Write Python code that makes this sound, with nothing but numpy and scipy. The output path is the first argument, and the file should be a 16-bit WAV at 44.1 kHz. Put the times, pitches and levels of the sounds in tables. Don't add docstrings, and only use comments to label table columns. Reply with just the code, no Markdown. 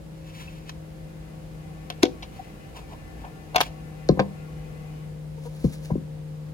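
import sys
import numpy as np
from scipy import signal
from scipy.fft import rfft, irfft
from scipy.io import wavfile

SR = 44100
rng = np.random.default_rng(int(sys.argv[2]) if len(sys.argv) > 2 else 0)


def dump(signal):
    limited = np.clip(np.atleast_2d(signal).T, -1, 1)
    pcm = np.round(limited * 32767).astype(np.int16)
    wavfile.write(sys.argv[1], SR, pcm)


N = 287973
T = np.arange(N) / SR
HIT_T = T[:SR // 2]


# start_s, crack_db, rebound_db (relative to the crack), ring_db, cutoff_hz, decay_ms (of the crack),
# lead_ms (at the left ear)
SNAPS = [(0.6939, -31, -9, -48, 8500, 2.6, 0.43), (1.9020, -20, -8, -22, 11500, 0.82, 0.41),
         (2.0279, -32, -19, -22, 6000, 2.3, 0.31), (2.0319, -5.5, -17, -18.5, 11200, 0.8, 0.31),
         (2.0524, -27.5, -6, -48, 7000, 3.6, .35), (2.0642, -34, -2, -50, 5000, 1.5, 0.45),
         (2.225, -40, 4, -53, 6160, 8.9, 0.35), (3.246, -41, 1, -23.5, 1180, 5.9, 0.34),
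         (3.546, -34.5, -9, -15, 4500, 7.1, 0.29), (3.5598, -11, -8, -1.5, 15000, 2.1, 0.31),
         (3.5634, -11, -17, -36, 7100, 1.1, .31), (3.5818, -20, -16, -16, 6500, 1.3, 0.11),
         (3.601, -34, -7, -48, 5000, 1.6, 0.23), (3.6054, -11, -3, -42, 11000, 1.8, 0.19),
         (3.6122, -12, -14, -24, 15700, 1.87, 0.098), (3.6146, -12.5, -9, -22, 7000, 1, .1),
         (4.1938, -12, -8, -17, 1540, 2.1, 0.17), (4.2011, -32, 9, -23, 2080, 1.3, 0.23)]
# pitch_hz, level_db (relative), t60_s
TUB_MODES = [(484, -14, .05), (625, -16, .05), (738, -1.5, .04), (753, -21, .2), (886, -19, .06),
             (1039, -15, .05), (1222, -17, .045), (1459, -13, .035), (2212, -26, .11), (2694, -28, .12),
             (2921, -30, .12), (3166, -31, .12), (3386, -30, .11), (3537, -32, .11)]
WALL_BUILD_S, REBOUND_S = 0.0011, 0.0039


def tub_snaps():
    out = np.zeros((2, N))
    for start_s, crack_db, rebound_db, ring_db, cutoff_hz, decay_ms, lead_ms in SNAPS:
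        walls = ring(TUB_MODES, spread_db=0) * (1 - np.exp(-HIT_T / WALL_BUILD_S))
        walls = butter(walls + 1e-18, cutoff_hz, "low")
        slip = from_db(crack_db) * crack(cutoff_hz, decay_ms)
        landing = from_db(crack_db + rebound_db) * crack(cutoff_hz, decay_ms)
        add(out, slip + from_db(ring_db) * walls, start_s, lead_ms)
        add(out, landing, start_s + REBOUND_S, lead_ms)
    return out


# pitch_hz, level_db (relative)
CRACK_COLOUR = [(150, -10), (400, -2), (650, 6.5), (1100, 2), (1700, -3.5), (2500, -.5), (3500, -1),
                (4600, -5.5), (6500, -7.5), (8200, -23.5), (11000, -12), (16000, -17)]
CRUMBLE = 0.2


def crack(cutoff_hz, decay_ms):
    slips = CRUMBLE * rng.standard_normal(len(HIT_T)) * np.exp(-HIT_T * 1000 / decay_ms) + 1e-18
    slips[0] = 1
    sound = butter(colour(slips, CRACK_COLOUR), cutoff_hz, "low")
    return unit_burst(sound, decay_ms)


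# centre_s, pitch_hz (at the centre), level_db, half_length_s (to 1/e)
POP = (2.0378, 330, -1.5, .0034)
# pitch_hz, level_db (before the build-up), t60_s
CAVITY_MODES = [(298, -19, .12), (328, -20, .12), (440, -19, .12), (495, -9, .13), (572, -19, .09),
                (678, -25, .11), (754, -19, .11)]
POP_RISE_HZ_PER_S = 12000
POP_OCTAVE_DB = -13
SHOVE_SCALE_DB, SHOVE_S = -11, 0.0011
CAVITY_BUILD_S = 0.03


def lid_pop(lead_ms=0.13):
    out = np.zeros((2, N))
    centre_s, pitch_hz, level_db, half_length_s = POP
    t = T - centre_s
    phase = 2 * np.pi * (pitch_hz + POP_RISE_HZ_PER_S * t / 2) * t
    wave = np.cos(phase) + from_db(POP_OCTAVE_DB) * np.sin(2 * phase)
    swing = -from_db(level_db) * np.exp(-(t / half_length_s) ** 2) * wave
    shove = from_db(SHOVE_SCALE_DB) * t / SHOVE_S * np.exp(-(t / SHOVE_S) ** 2)
    thump = ring(CAVITY_MODES, spread_db=2) * (1 - np.exp(-HIT_T / CAVITY_BUILD_S))
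    add(out, swing + shove, 0, lead_ms)
    add(out, thump, centre_s, lead_ms)
    return out


# start_s, thud_db, start_pitch_hz, swell_ms,
# ring_db (relative to the thud)
KNOCKS = [(4.0914, -2.5, 667, 3.7, -12), (4.099, -6.5, 222, 7.3, -22), (4.118, -13.5, 388, 9.1, -20),
          (4.173, -22, 605, 3.3, -6), (4.1929, -11.5, 990, 1.36, -4), (4.2021, -16, 630, 3, 0),
          (4.209, -24, 234, 8.2, -15), (5.641, -7.5, 454, 10.2, -5), (5.669, -25.5, 256, 8.5, -10),
          (5.9025, -27, 800, 3.5, -5), (5.915, -9.5, 197, 7.7, -3.5), (5.935, -25, 320, 8.1, -22),
          (5.954, -16, 624, 5.4, -14), (5.977, -25, 280, 6.6, -14)]
# pitch_hz, level_db (relative), t60_s
TABLE_MODES = [(48, -39, 0.073), (80, -20, 0.46), (144, -2, 0.12), (196, -7.5, 0.3), (260, -17, 0.11),
               (322, -8.5, 0.11), (438, -7, 0.09), (495, 9, 0.037), (730, -11, 0.078), (1052, -0.5, 0.065),
               (1161, -11, 0.093), (1230, 11, 0.018), (1607, -1, 0.065)]
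THUD_LOW_HZ, THUD_GLIDE_S = 147, 0.0055
FLEX_HZ, FLEX_DB, FLEX_SWELL_MS = 66, -11.5, 10.7
CONTACT_REACH = 1.45
KNOCK_LEAD_MS = 0.32


def table_knocks():
    out = np.zeros((2, N))
    for start_s, thud_db, start_pitch_hz, swell_ms, ring_db in KNOCKS:
        pitch_hz = THUD_LOW_HZ + (start_pitch_hz - THUD_LOW_HZ) * np.exp(-HIT_T / THUD_GLIDE_S)
        thud = swell(swell_ms) * np.sin(2 * np.pi * np.cumsum(pitch_hz) / SR)
        flex_gain = from_db(FLEX_DB) * swell_ms / FLEX_SWELL_MS
        flex = flex_gain * swell(FLEX_SWELL_MS) * np.sin(2 * np.pi * FLEX_HZ * HIT_T)
        boards = ring(TABLE_MODES, spread_db=2) * (1 - np.exp(-HIT_T * 1000 / swell_ms)) + 1e-18
        for _ in range(2):
            boards = butter(boards, CONTACT_REACH * start_pitch_hz, "low")
        add(out, from_db(thud_db) * (thud + flex + from_db(ring_db) * boards), start_s, KNOCK_LEAD_MS)
    return out


# start_s, level_db
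TICKS = [(4.089, -23.5), (4.195, -49), (4.199, -27.5), (5.642, -45.5)]
# pitch_hz, level_db (relative)
TICK_COLOUR = [(500, -11), (2200, -9), (3400, -11), (4500, -5.5), (6000, -11), (8000, -27), (11000, -39),
               (16000, -38)]
TICK_DECAY_MS, TICK_LEAD_MS = 1.9, 0.18


def rim_ticks():
    out = np.zeros((2, N))
    for start_s, level_db in TICKS:
        burst = rng.standard_normal(len(HIT_T)) * np.exp(-HIT_T * 1000 / TICK_DECAY_MS)
        tick = unit_burst(colour(burst, TICK_COLOUR), TICK_DECAY_MS)
        add(out, from_db(level_db) * tick, start_s, TICK_LEAD_MS)
    return out


# peak_s, peak_db, swell_s, fade_s
RUBS = [(.28, -46.5, 0.035, 0.1), (.41, -45, 0.23, 0.2), (.47, -54, 0.11, 0.066), (.56, -53.5, 0.17, 0.26),
        (.695, -45, 0.044, 0.016), (2.03, -23, 0.0059, 0.013), (2.39, -54.5, 0.22, 0.35),
        (2.768, -44, 0.026, 0.057), (2.793, -47, 0.046, 0.04), (2.93, -53, 0.082, 0.036),
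        (3.215, -53, 0.064, 0.1), (3.62, -31.5, 0.032, 0.049)]
# pitch_hz, level_db (relative)
RUB_COLOUR = [(400, -10), (1000, 0), (1600, -3.5), (2100, -2.5), (2600, 0.5), (3100, -3), (4500, -9),
              (6500, -11.5), (11000, -17.5), (16000, -20)]


def rubbing_and_pop_hiss():
    return friction(RUBS, RUB_COLOUR, grain_db=0, catch_db=3, lead_ms=0.42)


# peak_s, peak_db, swell_s, fade_s
SCUFFS = [(2.778, -41, 0.037, 0.049), (2.936, -40, 0.045, 0.027), (3.252, -42, 0.048, 0.065),
          (3.559, -25, 0.021, 0.05), (4.203, -27.5, 0.03, 0.045), (5.46, -50, .03, 0.064),
          (5.907, -33.5, .008, 0.029), (5.96, -62, .04, 0.035)]
# pitch_hz, level_db (relative)
SCUFF_COLOUR = [(250, -17), (500, -10), (730, 3), (1100, -3.5), (1500, -21), (2200, -23.5), (5000, -60)]


def scuffing():
    return friction(SCUFFS, SCUFF_COLOUR, grain_db=5, catch_db=0, lead_ms=0.3)


# peak_s, pitch_hz, level_db,
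# half_length_s (to 1/e), fall_db (per partial)
CHIRPS = [(0.482, 2590, -40.5, 0.0065, 30), (2.399, 754, -29, 0.0067, 24), (5.385, 463, -39.5, 0.0069, 9),
          (5.468, 479, -31.5, 0.011, 13)]
CHIRP_PARTIALS = 3


def chirps(waver_share=0.0153, lead_ms=0.32):
    sound = 0
    for peak_s, pitch_hz, level_db, half_length_s, fall_db in CHIRPS:
        phase = 2 * np.pi * np.cumsum(pitch_hz * (1 + waver_share * drift(300))) / SR
        tone = sum(from_db(level_db - fall_db * k) * np.sin((k + 1) * phase)
                   for k in range(CHIRP_PARTIALS))
        sound = sound + tone * np.exp(-np.minimum(((T - peak_s) / half_length_s) ** 2, 20))
    return left_first(sound, lead_ms)


# peak_s, peak_db, swell_s, fade_s
FLOUR = [(5.46, -55, 0.17, 0.17), (5.66, -50, 0.3, 0.2), (5.74, -48, .08, 0.079), (5.86, -52, 0.12, 0.13)]
# pitch_hz, level_db (relative)
FLOUR_COLOUR = [(1000, -10), (3000, -10.5), (5500, -11), (8000, -12), (12000, -16.5), (16000, -20)]


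def flour_brushing():
    return friction(FLOUR, FLOUR_COLOUR, grain_db=3, catch_db=2, lead_ms=0.18)


def friction(rows, spectrum, grain_db, catch_db, lead_ms):
    unevenness_db = grain_db * drift(900) + catch_db * drift(60)
    slips = rng.standard_normal(N) * from_db(unevenness_db)
    return left_first(strokes(rows) * rms_one(colour(slips, spectrum)), lead_ms)


STROKE_RANGE_DB = 20


def strokes(rows):
    gains = []
    for peak_s, peak_db, swell_s, fade_s in rows:
        distance = np.maximum((peak_s - T) / swell_s, (T - peak_s) / fade_s)
        gains.append(from_db(peak_db - STROKE_RANGE_DB * distance))
    return np.max(gains, axis=0) + 1e-9


# low_hz, high_hz (limited to 0.45 of the sample rate), level_db, t60_s
PATIO = [(96, 700, -27.5, 0.37), (730, 5700, -13, 0.048), (2880, 6700, -24, 0.21), (7000, 34000, -37, 0.19)]


def patio(x, echo_s=0.023, echo_db=-19, echo_cut_hz=6000, build_s=0.0001):
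    tail = np.zeros((2, len(HIT_T)))
    for low_hz, high_hz, level_db, t60_s in PATIO:
        band = butter(rng.standard_normal(tail.shape), [low_hz, high_hz], "band")
        band *= from_db(-60 * HIT_T / t60_s) * (1 - np.exp(-HIT_T / build_s))
        tail += from_db(level_db) * band / np.sqrt(np.sum(band ** 2, axis=1, keepdims=True))
    slap = np.array([delay(ear, echo_s) for ear in butter(x, echo_cut_hz, "low")])
    scatter = signal.oaconvolve(x, tail, axes=1)[:, :N]
    return from_db(echo_db) * slap + scatter


# time_s, first_db, second_db, third_db
HUM_LEVEL = [(0, -39.5, -53, -64), (1.95, -39.5, -52.5, -61), (2.2, -50, -53, -61), (2.7, -50.5, -53, -61),
             (3.4, -45, -53.5, -60), (3.8, -38.5, -54, -58), (4.6, -36.5, -57, -54), (5.3, -34.8, -59, -56),
             (6.53, -34.5, -58, -54)]
HUM_HZ, HUM_SAG_HZ_PER_S = 158.7, 1
HUM_FLUTTER_DB = 0.7


def motor(wobble_hz=0.21, pan_db=2.0):
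    pitch_hz = HUM_HZ - HUM_SAG_HZ_PER_S * T + wobble_hz * drift(7.74)
    phase = 2 * np.pi * np.cumsum(pitch_hz) / SR
    hum = 0
    for k, level_db in enumerate(in_time(HUM_LEVEL), 1):
        hum = hum + from_db(level_db + HUM_FLUTTER_DB * drift(2.5)) * np.sin(k * phase)
    return hum * from_db([[pan_db], [-pan_db]])


# time_s, pitch_hz, level_db
TOOL = [(0, 551, -52), (.25, 532, -57), (.6, 524, -57), (2, 521, -57), (3.5, 517, -60), (4.3, 509, -53),
        (4.8, 499, -53), (5.05, 506, -57), (5.4, 527, -54), (5.9, 528, -54), (6.53, 521, -57)]
# pitch_hz, width_hz (of one filter pass), level_db (relative filter gain)
RASP_PEAKS = [(432, 10, 10), (765, 70, 6), (1113, 22, 4), (1405, 16, 1), (1650, 25, -3), (1757, 7, 8),
              (2018, 12, 5.5), (2055, 8, 3), (2125, 8, -1), (2180, 8, -2), (2282, 9, 0), (2450, 20, 1),
              (2562, 8, -2), (2698, 10, -1), (2770, 24, -4), (2955, 8, 0), (1900, 900, -20)]
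WHINE_FLUTTER_DB = 2.2
RASP_IDLE_DB, RASP_RISE_DB = -71, 13


def power_tool(wobble_hz=0.78, pan_db=6.5):
    pitch_hz, level_db = in_time(TOOL)
    phase = 2 * np.pi * np.cumsum(pitch_hz + wobble_hz * drift(16)) / SR
    whine = from_db(level_db + WHINE_FLUTTER_DB * drift(10)) * np.sin(phase)
    rasp = 0
    for peak_hz, width_hz, peak_db in RASP_PEAKS:
        b, a = signal.iirpeak(peak_hz, peak_hz / width_hz, SR)
        band = rng.standard_normal(N)
        for _ in range(2):
            band = signal.lfilter(b, a, band)
        rasp = rasp + from_db(peak_db) * band
    rasp = from_db(RASP_IDLE_DB + RASP_RISE_DB * tool_load()) * rms_one(rasp)
    return right_first(whine + rasp, lead_ms=0.32) * from_db([[pan_db], [-pan_db]])


CUT_START_S, CUT_BITE_S, CUT_END_S, CUT_RELEASE_S = 0.038, 1.95, 5.19, 0.18


def tool_load():
    bite = (T - CUT_START_S) / CUT_BITE_S
    release = (CUT_END_S - T) / CUT_RELEASE_S
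    return np.clip(np.minimum(bite, release), 0, 1)


# (per Hz, relative)
AIR_COLOUR = [(20, -22.5), (48, 6), (75, 0), (110, -5.5), (180, -4), (250, -10.5), (500, -15), (700, -17.5),
              (1300, -27), (3000, -31.5), (6500, -37.5), (11000, -39), (16000, -45.5)]
# pitch_hz, likeness (0-1)
AIR_LIKENESS = [(50, 1), (250, 0.58), (600, 0.16), (2000, 0.051), (12000, 0.24)]
AIR_DB, AIR_RISE_DB = -44.5, 2


def outdoor_air(lead_ms=0.43):
    alike = np.clip(at_hz(AIR_LIKENESS, np.fft.rfftfreq(N, 1 / SR)), 0, 1)
    shared = rfft(right_first(rng.standard_normal(N), lead_ms))
    separate = rfft(rng.standard_normal((2, N)))
    noise = irfft(np.sqrt(alike) * shared + np.sqrt(1 - alike) * separate, N)
    coloured = np.array([colour(ear, AIR_COLOUR) for ear in noise])
    air = rms_one(butter(coloured, 54.7, "high"))
    return from_db(AIR_DB + AIR_RISE_DB * tool_load()) * air


def from_db(db):
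    return 10 ** (np.asarray(db) / 20)


def rms_one(x):
    return x / np.sqrt(np.mean(x ** 2) + 1e-20)


def unit_burst(x, decay_ms):
    return x / np.sqrt(np.sum(x ** 2) / (SR * decay_ms / 1000))


def in_time(rows):
    time_s, *columns = np.transpose(rows)
    return [np.interp(T, time_s, column) for column in columns]


def at_hz(points, hz):
    point_hz, value = np.transpose(points)
    return np.interp(np.log(hz + 1), np.log(point_hz), value)


def colour(x, points):
    size = 2048
    gain = from_db(at_hz(points, np.fft.rfftfreq(size, 1 / SR)))
    cepstrum = irfft(np.log(gain))
    cepstrum[1:size // 2] *= 2
    cepstrum[size // 2 + 1:] = 0
    return signal.oaconvolve(x, irfft(np.exp(rfft(cepstrum))))[:len(x)]


def butter(x, hz, kind):
    sos = signal.butter(2, np.clip(hz, 10, 0.45 * SR), kind, fs=SR, output="sos")
    return signal.sosfilt(sos, x)


def delay(x, seconds):
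    count = int(round(abs(seconds) * SR))
    return np.pad(x, (count, 0))[:len(x)]


def left_first(x, lead_ms):
    return np.array([x, delay(x, lead_ms / 1000)])


def right_first(x, lead_ms):
    return np.array([delay(x, lead_ms / 1000), x])


def add(out, sound, start_s, lead_ms):
    for ear, ear_s in zip(out, (start_s, start_s + lead_ms / 1000)):
        i = int(round(ear_s * SR))
        ear[i:i + len(sound)] += sound[:N - i]


def ring(modes, spread_db):
    sound = 0
    for k, (pitch_hz, level_db, t60_s) in enumerate(modes):
        mode_db = level_db + spread_db * rng.standard_normal() - 60 * HIT_T / t60_s
        sound = sound + (-1) ** k * from_db(mode_db) * np.sin(2 * np.pi * pitch_hz * HIT_T)
    return sound


def drift(rate_hz):
    points = rng.standard_normal(8192)
    return np.interp(T * rate_hz, np.arange(len(points)), points)


def swell(peak_ms):
    age = HIT_T * 1000 / peak_ms
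    return (age * np.exp(1 - age)) ** 2


# pitch_hz, gain_db
FAR_EAR = [(60, -1.5), (170, -4.3), (500, -5), (1000, -3.3), (2200, -1), (5000, 0)]


def scene():
    handling = tub_snaps() + lid_pop() + table_knocks() + rim_ticks()
    touching = rubbing_and_pop_hiss() + scuffing() + chirps() + flour_brushing()
    left, right = handling + touching
    near = np.array([left, colour(right, FAR_EAR)])
    return near + patio(near) + motor() + power_tool() + outdoor_air()


CUTOFF_HZ = 16300


def record(dry):
    rounded = dry / (1 + dry ** 6) ** (1 / 6)
    return signal.sosfilt(signal.ellip(10, 0.1, 80, CUTOFF_HZ, fs=SR, output="sos"), rounded)


dry = scene()
out = record(dry)
dump(out)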